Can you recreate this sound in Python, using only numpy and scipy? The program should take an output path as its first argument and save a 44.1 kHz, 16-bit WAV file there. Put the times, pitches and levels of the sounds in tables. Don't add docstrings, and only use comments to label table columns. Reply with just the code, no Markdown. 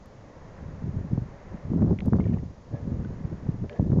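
import sys
import numpy as np
from scipy.fft import rfft, irfft, next_fast_len
from scipy.io import wavfile
from scipy.ndimage import uniform_filter1d, minimum_filter1d, map_coordinates

SR = 44100
rng = np.random.default_rng(int(sys.argv[2]) if len(sys.argv) > 2 else 0)


def dump(signal):
    limited = np.clip(np.atleast_2d(signal).T, -1, 1)
    pcm = np.round(limited * 32767).astype(np.int16)
    wavfile.write(sys.argv[1], SR, pcm)


N = 176400

# t/s, level/dB
WIND_STRENGTH = [(0.0, -53), (0.56, -50.5), (0.63, -37), (0.8, -42), (0.83, -31.5), (0.99, -32.5),
                 (1.1, -35), (1.12, -29), (1.19, -27), (1.31, -50), (1.5, -47), (1.55, -30), (1.58, -53.5),
                 (1.69, -27.5), (1.71, -21.5), (1.85, -16), (1.87, -24), (1.92, -15), (1.97, -31.5),
                 (2.055, -26.5), (2.08, -18.5), (2.105, -30.5), (2.125, -16), (2.37, -25.5), (2.57, -50.5),
                 (2.7, -45.5), (2.74, -27.5), (2.78, -40.5), (2.91, -26), (3.11, -30), (3.17, -36.5),
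                 (3.25, -31), (3.29, -39.5), (3.32, -27), (3.38, -43), (3.49, -29), (3.6, -37),
                 (3.635, -22), (3.69, -42), (3.78, -47), (3.8, -21), (3.86, -26), (4.0, -15.5)]
FULL_GUST_DB = -15.5
# f/Hz, relative level/dB
CONTACT_COLOUR = [(500, -8), (1300, -3.5), (1900, -.5), (3050, 0), (3600, -5), (6000, -18)]


def buffeting(mild_gust_db=-34, deep_hz=99):
    # f/Hz, relative level/dB
    rumble_colour = [(20, -10.5), (50, 1.5), (80, 4), (115, 4), (170, 1.5), (230, -4), (310, -12),
                     (420, -16.5), (900, -71.5)]
    flutter_colour = [(100, -15.5), (270, 3), (380, 2.5), (530, -0.5), (950, -14), (1600, -27.5),
                      (2400, -41), (4000, -70)]
    gust_db = curve(WIND_STRENGTH)
    lumps = steadied(wobble(90), size=3000)
    swirl = steadied(noise(rumble_colour), size=900)
    deep = filtered(swirl, lambda hz: 1 / (1 + (hz / deep_hz) ** 4))
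    deep_gain = amp(-.55 * np.maximum(gust_db - mild_gust_db, 0))
    rumble = (swirl - deep + deep * deep_gain) * amp(gust_db - 1.5 + 3.5 * lumps)
    ragged = steadied(lumps + wobble(190), size=2000)
    flutter_db = -38.5 + (gust_db - FULL_GUST_DB) + 6 * ragged
    return rumble + steadied(noise(flutter_colour), size=600) * amp(flutter_db)


def eddies(full_gust_hz=191, db_per_octave=19, low_cut_hz=102.5, low_cut_q=1.1):
    # t/s, peak before the filter/dB
    whirls = [(0.661, -27.5), (0.841, -22), (0.892, -23), (0.97, -19.5), (1.133, -15.5), (1.18, -16.5),
              (1.221, -20), (1.719, -17), (1.737, -21.5), (1.762, -13.5), (1.829, -11.5), (1.847, -10.5),
              (1.916, -11), (2.083, -9.5), (2.126, -11), (2.144, -8), (2.198, -16), (2.297, -15),
              (2.461, -27.5), (2.92, -19), (3.027, -27.5), (3.248, -21), (3.492, -15), (3.798, -6.5),
              (3.827, -15.5), (3.921, -10), (3.975, -13.5)]
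    # t/s, peak before the filter/dB, f/Hz
    spits = [(1.1773, -29, 440), (1.735, -31, 500), (1.795, -35, 600), (1.829, -29, 580),
             (1.848, -31.5, 620), (1.913, -29.5, 520), (2.082, -22, 480), (2.1338, -19.5, 740),
             (2.187, -32, 620), (2.2, -25, 580), (2.373, -33, 520), (3.797, -13, 402), (3.919, -30.5, 800),
             (3.973, -22, 400)]
    pressure, t = np.zeros(N), np.arange(N) / SR
    octaves = (curve(WIND_STRENGTH) - FULL_GUST_DB) / db_per_octave
    thumps = [(s, db, full_gust_hz * 2 ** octaves[round(s * SR)]) for s, db in whirls]
    for s, db, hz in thumps + spits:
        near = np.abs(t - s) < .03
        phase = 2 * np.pi * hz * (t[near] - s)
        pressure[near] -= amp(db) * phase * np.exp((1 - phase ** 2) / 2)
    return filtered(pressure, lambda f: -f * f / (low_cut_hz**2 - f * f + 1j * f * low_cut_hz / low_cut_q))


def arrow_taps(crack_fade_s=.0093, ring_fade_s=.034):
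    # t/s, crack before colouring/dB, ring/dB, ring f/Hz
    hits = [(1.988, -33, -45, 1990), (2.0047, -30.5, -50, 2130), (2.2045, -52, -41.5, 2140),
            (2.241, -48, -52, 2300), (2.254, -54, -46, 1870), (2.334, -55, -46.5, 1840),
            (2.34, -53.5, -51, 2420), (2.385, -52, -49, 1930), (3.0483, -51, -43, 1490),
            (3.6961, -33, -46, 1700), (3.7298, -45, -54, 1900)]
    cracks, rings, t = np.zeros(N), np.zeros(N), np.arange(SR // 5) / SR
    for s, crack_db, ring_db, hz in hits:
        add(cracks, s, amp(crack_db - 60 * t / crack_fade_s))
        add(rings, s, amp(ring_db - 60 * t / ring_fade_s) * np.sin(2 * np.pi * hz * t))
    cracks *= steadied(noise(CONTACT_COLOUR), size=50)
    return coloured(cracks, CONTACT_COLOUR) + rings


def arrow_slide(grainy_db=5):
    # t/s, level/dB
    slide_level = [(2.17, -100), (2.22, -65), (2.39, -70), (2.5, -100)]
    # f/Hz, width/Hz, relative level/dB
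    shaft_modes = [(1760, 110, 3.5), (2200, 250, 3.5), (2720, 160, -2)]
    friction = noise(CONTACT_COLOUR) * amp(grainy_db * wobble(120))
    return resonant(friction, shaft_modes) * amp(curve(slide_level))


def bow_ring(rise_s=.009, fade_s=.76):
    # t/s, level/dB
    nudges = [(2.716, -42), (3.697, -39)]
    # f/Hz, width/Hz, relative level/dB
    bow_modes = [(467, 34, -4.5), (579, 27, -1.5), (1683, 69, -18)]
    swell, t = np.zeros(N), np.arange(SR // 2) / SR
    for s, db in nudges:
        add(swell, s, amp(db - 60 * t / fade_s) * (1 - np.exp(-t / rise_s)))
    rattle = noise([(250, -3), (450, 1.5), (1900, -4.0), (3500, -12)])
    return swell * steadied(resonant(rattle, bow_modes), size=900)


def distant_air():
    # t/s, level/dB
    treble_level = [(0, -66), (.5, -60), (1.15, -61.5), (1.35, -60), (1.6, -59), (1.8, -67), (2.55, -68.5),
                    (3.15, -61), (3.5, -61.5), (4, -76)]
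    # f/Hz, relative level/dB
    body_colour = [(110, 2.5), (380, -6), (550, -2), (780, -10), (1050, -10.5), (1500, -26), (3500, -49.5)]
    treble_colour = [(500, -18.5), (1100, -1), (1500, -1), (1950, -0.5), (2350, -9), (2900, -15.5),
                     (4500, -40)]
    treble_db = curve(treble_level)
    body_db = -49.5 + .62 * (treble_db - treble_db.mean())
    return noise(body_colour) * amp(body_db) + noise(treble_colour) * amp(treble_db)


def amp(db):
    return 10 ** (np.asarray(db) / 20)


def unit(x):
    return x / np.sqrt(np.mean(x ** 2) + 1e-20)


def curve(rows):
    return np.interp(np.arange(N) / SR, *np.transpose(rows))


def wobble(rate):
    points = rng.standard_normal(int(N * rate / SR) + 4)
    return map_coordinates(points, [np.arange(N) * rate / SR])


def filtered(x, response):
    size = next_fast_len(N + SR // 2)
    return irfft(rfft(x, size) * response(np.fft.rfftfreq(size, 1 / SR)), size)[:N]


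def coloured(x, points):
    f, db = np.transpose(points)
    return filtered(x, lambda hz: amp(np.interp(np.log(hz + 1), np.log(f + 1), db)))


def noise(points):
    return unit(coloured(rng.standard_normal(N), points))


def resonant(x, modes):
    def response(f):
        return sum(amp(db) * 1j * f * width / (hz * hz - f * f + 1j * f * width)
                   for hz, width, db in modes)
    return unit(filtered(x, response))


def steadied(x, size):
    power = uniform_filter1d(uniform_filter1d(x ** 2, size), size // 2)
    return x / np.sqrt(np.abs(power) + .02)


def add(track, s, sound):
    part = track[round(s * SR):][:len(sound)]
    part += sound[:len(part)]


def scene():
    return (buffeting() + eddies() + distant_air() + arrow_taps() + arrow_slide() + bow_ring())[None]


def record(dry, limit_db=-11.5, reaction_s=.003, hiss_db=-63, top_hz=15300):
    # f/Hz, level/dB
    whine_tones = [(6665, -88.5)]
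    # f/Hz, gain/dB
    treble_loss = [(6700, 0), (7100, -4), (7500, -13), (8000, -23), (8600, -36)]
    # t/s, level before the cut at top_hz/dB
    ticks = [(0.0593, -42.5), (2.0593, -34.5)]
    size = round(reaction_s * SR)
    safe_gain = np.minimum(1, amp(limit_db) / (np.abs(dry[0]) + 1e-9))
    held_gain = minimum_filter1d(safe_gain, 2 * size)
    limited = dry[0] * uniform_filter1d(uniform_filter1d(held_gain, size), size)
    t = np.arange(N) / SR
    whine = sum(np.sqrt(2) * amp(db) * np.sin(2 * np.pi * hz * t) for hz, db in whine_tones)
    hiss = amp(hiss_db) * rng.standard_normal(N)
    mix = coloured(limited + whine + hiss, treble_loss)
    for s, db in ticks:
        add(mix, s, amp([db]))
    return filtered(mix, lambda hz: hz < top_hz)[None]


dry = scene()
out = record(dry)
dump(out)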